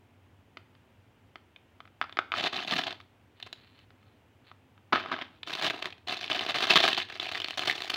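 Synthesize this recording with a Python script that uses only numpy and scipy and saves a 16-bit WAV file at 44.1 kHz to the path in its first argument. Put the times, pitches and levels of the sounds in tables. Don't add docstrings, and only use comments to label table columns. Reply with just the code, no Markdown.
import sys
import numpy as np
from scipy import signal
from scipy.fft import rfft, irfft
from scipy.io import wavfile

SR = 44100
rng = np.random.default_rng(int(sys.argv[2]) if len(sys.argv) > 2 else 0)


def file_out(sig):
    cols = np.atleast_2d(sig).T
    lim = np.clip(cols, -1, 1)
    pcm = np.round(lim * 32767).astype(np.int16)
    wavfile.write(sys.argv[1], SR, pcm)


N = 351036
TIME = np.arange(N) / SR

BODY_EDGE_HZ = 1500
BASS_EDGE_HZ = 55
CUTOFF_HZ = 15900

# f/Hz, level per hertz/dB
AIR_SPECTRUM = [(15, -69), (25, -46.5), (97, -1.5), (166, -13.5), (242, -9.5), (335, -13.5), (363, -14),
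                (560, -18), (911, -18.5), (1100, -22.5), (1480, -23.5), (2990, -26), (4250, -37.5),
                (11900, -46.5), (16000, -43)]
AIR_DB = -63
# f/Hz, width/Hz, level/dB
HUM_BANDS = [(59.3, 6.6, -80.5), (84.4, 18, -74), (98.5, 18, -67), (255, 55, -76.5)]
# f/Hz, time to fall by 60 dB/s
ROOM_DECAY = [(150, 0.64), (500, 0.36), (1400, 0.33), (4000, 0.35), (9000, 0.26), (15000, 0.26)]

# start t/s, length/s, level/dB
SLIDES = [(3.348, 0.17, -63), (3.516, 0.23, -65), (3.717, 0.14, -65), (3.953, 0.24, -75),
          (4.443, 0.081, -61)]
# f/Hz, level per hertz/dB
SLIDE_SPECTRUM = [(300, -23), (1500, -0.5), (3000, 0), (4300, 1), (5600, -33), (9000, -33)]

# start t/s, end t/s, level/dB, body/dB
HEAP_JOSTLES = [(4.924, 4.942, -29, 10), (4.947, 4.961, -31.5, -1), (4.963, 4.982, -37.5, 4.5),
                (5.114, 5.143, -35, 5), (5.213, 5.226, -32.5, -4)]
# t/s, level/dB, body/dB
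HEAP_SETTLING = [(4.93, -41, 9), (5.0, -37.5, -5), (5.05, -49.5, 3.5), (5.13, -47, 4), (5.19, -48, 2.5),
                 (5.25, -53.5, -4), (5.3, -69, 8), (5.39, -64, -8)]
# f/Hz, level per hertz/dB
HEAP_SPECTRUM = [(30, -50), (140, -15), (330, -4), (480, -16.5), (650, -7.5), (850, -8.5), (1250, -3.5),
                 (1550, -2), (2000, -5.5), (3600, -5.5), (5500, -25), (8000, -45.5), (15000, -48)]

# t/s, peak level/dB, centre f/Hz
EGG_KNOCKS = [(0.57, -31.5, 2200), (0.75, -49.5, 3000), (1.356, -32.5, 1700), (1.803, -32, 1900),
              (1.853, -43, 1910), (1.875, -44, 1300), (2.013, -12.5, 1360), (2.024, -24.5, 1400),
              (2.04, -31.5, 1340), (2.094, -32, 1520), (2.17, -20.5, 1900), (2.188, -10.5, 1290),
              (2.318, -15, 2250), (2.327, -24, 1280), (2.338, -14.5, 1280), (3.904, -45.5, 942),
              (4.028, -53, 1900),  (4.514, -38.5, 1530), (4.777, -47.5, 820), (4.924, -18, 1470),
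              (4.93, -11.5, 1300), (4.95, -16, 1350), (4.957, -12, 1300), (4.965, -22.5, 1300),
              (5.059, -25, 1270), (5.116, -19, 790), (5.125, -22.5, 600), (5.163, -29, 1330),
              (5.188, -26.5, 1320), (5.216, -30.5, 1440), (5.431, -29.5, 600)]
# f/Hz, level/dB, time to fall by 60 dB/s
SHELL_MODES = [(480, -23.5, 0.013), (940, -4, 0.0048), (1300, 1, 0.0061), (2047, -2.5, 0.0055),
               (3170, -12, 0.0081), (4630, -14.5, 0.0064)]

# t/s, level/dB
BISCUIT_BUMPS = [(2.35, -72), (2.4, -50), (2.5, -56), (2.56, -51), (2.65, -51), (2.75, -42), (2.86, -60),
                 (2.96, -63)]
# f/Hz, level per hertz/dB
POUCH_SPECTRUM = [(50, -48), (130, -12.5), (200, 0), (290, 3.5), (450, -26), (1200, -40)]

# f/Hz, level per hertz/dB
FILM_SPECTRUM = [(30, -48), (120, -14), (250, -8.5), (345, -3), (500, -10), (710, -2), (1100, -6.5),
                 (1500, -4.5), (2400, -3), (3450, 0), (4300, -5.5), (5200, -14), (7400, -26.5),
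                 (12000, -37), (15000, -33)]
# t/s, treble level/dB
FILM_TAUTNESS = [(2.9, -4.5), (3.4, 4.5), (5.4, 2), (6.3, -1.5), (7.2, -1.5), (7.9, 5)]
# start t/s, length/s, level/dB, body/dB
FINGER_PRESSES = [(2.343, 0.069, -38, -6), (2.422, 0.031, -31, -4), (2.521, 0.12, -37, -4),
                  (2.672, 0.13, -32.5, -9.5), (2.81, 0.12, -44.5, -3), (5.464, 0.13, -41, -3.5),
                  (5.586, 0.097, -38.5, -4), (5.732, 0.144, -48, 0), (6.069, 0.068, -34, -5.5),
                  (6.144, 0.19, -41.5, -8.5), (6.294, 0.22, -37, -3), (6.539, 0.18, -33, -6),
                  (6.696, 0.2, -25.5, -6.5), (6.902, 0.12, -35, -13), (7.081, 0.09, -45.5, -6.5),
                  (7.206, 0.17, -38, -7), (7.388, 0.16, -46, -9), (7.589, 0.13, -36.5, -4),
                  (7.743, 0.13, -41.5, -5), (7.907, 0.045, -39, -3)]
PRESS_ATTACK_S, PRESS_RELEASE_S = 0.0071, 0.015
PRESS_EASE_DB_PER_S = 0.5
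# start t/s, end t/s, level/dB, body/dB
FOLD_AVALANCHES = [(2.371, 2.41, -32.5, -5.5), (2.456, 2.481, -28, -5.5), (2.715, 2.738, -34, 1),
                   (2.783, 2.797, -28, -3.5), (2.865, 2.885, -35.5, -1.5), (3.463, 3.475, -48, 1.5),
                   (5.621, 5.682, -31.5, -3), (5.7, 5.714, -37, 0.5), (5.735, 5.75, -45, 6),
                   (5.85, 5.875, -45, 2.5), (6.305, 6.322, -32.5, -3.5), (6.347, 6.364, -31.5, -6.5),
                   (6.488, 6.51, -30.5, -6), (6.548, 6.57, -30.5, -3.5), (6.622, 6.646, -26.5, -6.5),
                   (6.7, 6.722, -22.5, -8.5), (6.756, 6.777, -18, -5.5), (6.838, 6.857, -26.5, 0),
                   (6.975, 6.987, -27, -5.5), (7.574, 7.586, -29, -7), (7.672, 7.688, -29, -5),
                   (7.896, 7.905, -28, -9.5)]
# t/s, peak level/dB, centre f/Hz of the facet that flips
LOUD_SNAPS = [(1.56, -34.5, 2530), (2.124, -29.5, 2800), (2.527, -23, 2010), (2.533, -20.5, 3130),
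              (2.542, -24, 3400), (2.564, -18, 3700), (2.721, -13, 3470), (2.765, -18, 3570),
              (2.835, -18, 3570), (2.867, -13.5, 3450), (2.906, -22.5, 1550), (3.001, -34.5, 1020),
              (3.01, -37, 3500), (3.399, -34.5, 2010), (3.425, -26, 3450), (3.527, -24, 4060),
              (3.789, -40.5, 3050), (5.43, -25, 2940), (5.506, -23.5, 3380), (5.534, -16.5, 3650),
              (5.55, -17.5, 3800), (5.643, -13.5, 3360), (5.664, -13.5, 3400), (5.698, -14, 2940),
              (5.704, -17.5, 1630), (5.732, -29, 2440), (5.824, -17.5, 2300), (5.855, -14.5, 2560),
              (5.903, -31, 3660), (5.924, -27, 2250), (5.979, -41.5, 3680), (6.173, -22.5, 3640),
              (6.215, -26, 3480), (6.229, -20, 3370), (6.241, -20, 2240), (6.313, -15.5, 3220),
              (6.391, -13, 3520), (6.413, -18.5, 3870), (6.705, -3, 2560), (6.756, -3, 1490),
              (6.811, -17, 3450), (6.838, -13.5, 3320), (6.929, -10.5, 3270), (6.999, -17, 2920),
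              (7.098, -24.5, 1636), (7.154, -25, 2270), (7.197, -16.5, 3770), (7.352, -17.5, 2200),
              (7.373, -24, 2080), (7.4, -15, 2670), (7.417, -18.5, 3540), (7.443, -14, 3440),
              (7.483, -16, 2230), (7.506, -15.5, 3530), (7.592, -11, 3700), (7.673, -11.5, 2460),
              (7.696, -10.5, 2240), (7.71, -11.5, 2330), (7.752, -26, 3850), (7.819, -17, 3740),
              (7.94, -14.5, 3540)]
# level/dB of the softest fold, level/dB of the tightest crease
CRACK_RANGE = (-21, -0.5)
STRAY_PER_S, STRAY_DB, STRAY_SPREAD_DB, STRAY_HZ = 14, 8.5, 2, (1530, 3980)


def amp(db):
    return 10 ** (np.asarray(db) / 20)


def unit(x):
    return x / np.sqrt(np.mean(x ** 2) + 1e-20)


def read(points, hz):
    f, value = np.transpose(points)
    return np.interp(np.log(hz + 1), np.log(f + 1), value)


def add(mix, s, sound):
    part = mix[max(round(s * SR), 0):][:len(sound)]
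    part += sound[:len(part)]


def ringing(spectrum, size=4096):
    hz = abs(np.fft.fftfreq(size, 1 / SR))
    log_gain = np.log(amp(read(spectrum, hz)))
    response = np.exp(np.conj(signal.hilbert(log_gain)))
    return np.fft.ifft(response).real[:size // 2]


def colour(x, spectrum):
    return signal.oaconvolve(x, ringing(spectrum))[:len(x)]


def noise_band(gain):
    return unit(irfft(rfft(rng.standard_normal(N)) * gain, N))


def background():
    hz = np.fft.rfftfreq(N, 1 / SR)
    drift = np.zeros(N)
    for rate_hz in np.geomspace(.4, 9, 14):
        drift += np.sin(2 * np.pi * (rate_hz * TIME + rng.random())) / np.sqrt(rate_hz)
    out = amp(AIR_DB + 0.24 * unit(drift)) * noise_band(amp(read(AIR_SPECTRUM, hz)))
    for centre, width, db in HUM_BANDS:
        out += amp(db - 1) * noise_band(np.exp(-(2 * (hz - centre) / width) ** 2))
    return out


def room(x, early_db, tail_db):
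    t = np.arange(SR // 2) / SR
    taps = rng.choice([-1., 1.], (2, len(t))) * (rng.random((2, len(t))) < 4000 / SR)
    early = taps[0] * (t > .0015) * np.exp(-t / 0.0028)
    hz, frame_s, z = signal.stft(taps[1] * (t > .007), SR, nperseg=256)
    decay = amp(-60 * frame_s / read(ROOM_DECAY, hz)[:, None])
    tail = signal.istft(z * decay, SR, nperseg=256)[1][:len(t)]
    echoes = amp(early_db) * early / np.linalg.norm(early)
    echoes += amp(tail_db) * tail / np.linalg.norm(tail)
    return x + signal.fftconvolve(x, echoes)[:N]


def fingers():
    speed = np.zeros(N)
    for start, length, level_db in SLIDES:
        t = np.arange(0, length, 1 / SR)
        add(speed, start, amp(level_db + 1) * np.sin(np.pi * t / length))
    slips = rng.standard_normal(N) * (rng.random(N) < 900 / SR)
    return unit(colour(slips, SLIDE_SPECTRUM)) * speed


def facet(hz, ring_s, click, flutter, flutter_s, size=900):
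    t = np.arange(size) / SR
    swell = t / ring_s * np.exp(-t / ring_s) * 2 / (ring_s * SR)
    phase, other_phase, interval, sharpness = rng.random(4)
    other_hz = hz * 2 ** (1.72 * (interval - .5))
    modes = np.cos(2 * np.pi * (hz * t + phase))
    modes += 0.68 * np.cos(2 * np.pi * (other_hz * t + other_phase))
    sheet = flutter * rng.standard_normal(size) * np.exp(-t / flutter_s) * (1 - np.exp(-t / 0.0006))
    sheet[0] += click
    brightness = amp(14.3 * (sharpness - 0.5541))
    return (swell * modes + brightness * sheet) * rng.choice([-1, 1])


def grains(per_s, spread_db, spectrum, count=48):
    size_db = spread_db * np.minimum(rng.exponential(1, N), 3.4)
    clicks = amp(size_db) * (rng.random(N) < per_s / SR) * rng.choice([-1, 1], N)
    which = rng.integers(0, count, N)
    out = np.zeros(N)
    for k, hz in enumerate(np.linspace(500, 7000, count)):
        flip = facet(hz, 0.00045, 0.26, 0.046, 0.0029)
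        out += signal.oaconvolve(clicks * (which == k), flip)[:N]
    return colour(out, spectrum)


def driven(stream, effort, span_s):
    lowpass = signal.butter(3, BODY_EDGE_HZ, fs=SR, output="sos")
    low = signal.sosfiltfilt(lowpass, stream)
    window = signal.windows.hann(int(span_s * SR))
    out = np.zeros(N)
    for band, gain in zip((stream - low, low), effort):
        power = signal.oaconvolve(band ** 2, window, "same") * 2 / (span_s * SR)
        floor = 0.022 * np.mean(band ** 2)
        out += gain * band / np.sqrt(abs(power) + floor)
    return out


def strokes(curves):
    effort = np.zeros((2, N))
    for curve in curves:
        s, level_db, body_db = np.transpose(curve)
        for gain, db in zip(effort, (level_db, level_db + body_db)):
            gain += amp(np.interp(TIME, s, db, left=-200, right=-200))
    return effort


def bursts(rows, fade_s):
    effort = np.zeros((2, N))
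    for start, end, level_db, body_db in rows:
        t = np.arange(start, end + 8 * fade_s, 1 / SR)
        shape = np.minimum((t - start) / 0.00039, 1) * np.exp(-np.maximum(t - end, 0) / fade_s)
        add(effort[0], start, amp(level_db) * shape)
        add(effort[1], start, amp(level_db + body_db) * shape)
    return effort


def heap():
    jostle = driven(grains(1200, 5.8, HEAP_SPECTRUM), bursts(HEAP_JOSTLES, 0.0017), 0.022)
    settle = driven(grains(1500, 4.8, HEAP_SPECTRUM), strokes([HEAP_SETTLING]), 0.065)
    return amp(-4.5) * jostle + amp(-2) * settle


def egg():
    out, t = np.zeros(N), np.arange(2048) / SR
    hz, db, t60 = np.transpose(SHELL_MODES)[:, :, None]
    small_body = signal.butter(2, 260, "highpass", fs=SR)
    detunes = rng.standard_normal((len(EGG_KNOCKS), len(SHELL_MODES), 1))
    for (s, peak_db, centre_hz), detune in zip(EGG_KNOCKS, detunes):
        weight_db = db - 6 * abs(np.log2(hz / centre_hz))
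        mode_hz = hz * np.exp(0.038 * detune)
        modes = amp(weight_db - 60 * t / t60) * np.sin(2 * np.pi * mode_hz * t)
        onset = 1 - np.exp(-t / 0.001)
        buzz = colour(rng.standard_normal(len(t)) * np.exp(-t / 0.0022), HEAP_SPECTRUM)
        knock = signal.lfilter(*small_body, modes.sum(0) * onset + 0.42 * buzz)
        add(out, s + 0.00095, amp(peak_db) * knock / abs(knock).max())
    return out


def biscuits():
    s, level_db = np.transpose(BISCUIT_BUMPS)
    bumps = rng.standard_normal(N) * (rng.random(N) < 70 / SR)
    gain = amp(np.interp(TIME, s, level_db, left=-200, right=-200))
    return unit(colour(bumps, POUCH_SPECTRUM)) * gain


def presses():
    power = np.zeros((2, N))
    for start, length, level_db, body_db in FINGER_PRESSES:
        t = np.arange(0, length + 8 * PRESS_RELEASE_S, 1 / SR)
        release = np.exp(-np.maximum(t - length, 0) / PRESS_RELEASE_S)
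        shape = np.minimum(t / PRESS_ATTACK_S, 1) * release
        gain = shape * amp(level_db - PRESS_EASE_DB_PER_S * t)
        add(power[0], start, gain ** 2)
        add(power[1], start, (gain * amp(body_db)) ** 2)
    return np.sqrt(power)


def crinkle():
    fine = driven(grains(520, 4.8, FILM_SPECTRUM), presses(), 0.059)
    folds = driven(grains(1100, 3.9, FILM_SPECTRUM), bursts(FOLD_AVALANCHES, 0.00076), 0.027)
    return amp(-1.0) * fine + amp(-1.5) * folds


def stray_snaps(count=500):
    when, luck, size, pitch = rng.random((count, 4)).T
    s = when * N / SR
    press_db = 20 * np.log10(np.interp(s, TIME, presses()[0]) + 1e-9)
    peak_db = press_db + STRAY_DB + STRAY_SPREAD_DB * (size - .5)
    rows = np.transpose([s, peak_db, np.interp(pitch, [0, 1], STRAY_HZ)])
    chosen = luck < STRAY_PER_S * N / SR / count
    return rows[chosen & (press_db > -60)]


def snaps(rows):
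    out, film = np.zeros(N), ringing(FILM_SPECTRUM)
    for (s, peak_db, hz), chance in zip(rows, rng.random((len(rows), 3))):
        flips = np.zeros(2048)
        delays = np.cumsum([0, .0012, .0005 + .001 * chance[0], 0.000998 + 0.0036 * chance[1]])
        for delay, size in zip(delays, (0.47, 1.0, 0.33, 0.28)):
            facet_hz = hz * np.exp(0.1 * rng.standard_normal())
            add(flips, delay, size * facet(facet_hz, 0.00047, 0.25, 0.036, 0.0014))
        crack = amp([np.interp(chance[2], [0, 1], CRACK_RANGE)])
        add(flips, delays[1], crack)
        snap = signal.fftconvolve(flips, film)
        add(out, s + .0008, amp(peak_db - 2.0) * snap / abs(snap).max())
    return out


def stretched(x):
    highpass = signal.butter(2, 5600, "highpass", fs=SR, output="sos")
    treble = signal.sosfiltfilt(highpass, x)
    treble_gain = amp(np.interp(TIME, *np.transpose(FILM_TAUTNESS)))
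    return x + treble * (treble_gain - 1)


def scene():
    film = stretched(crinkle() + snaps(LOUD_SNAPS) + snaps(stray_snaps()))
    near = fingers() + heap() + egg() + biscuits() + film
    highpass = signal.butter(3, BASS_EDGE_HZ, "highpass", fs=SR, output="sos")
    near = signal.sosfilt(highpass, near)
    return (background() + room(near, early_db=-10.5, tail_db=-14.5))[None]


def record(dry):
    lowpass = signal.firwin(511, CUTOFF_HZ, window=("kaiser", 9), fs=SR)
    return signal.oaconvolve(dry, lowpass[None], "same")


dry = scene()
out = record(dry)
file_out(out)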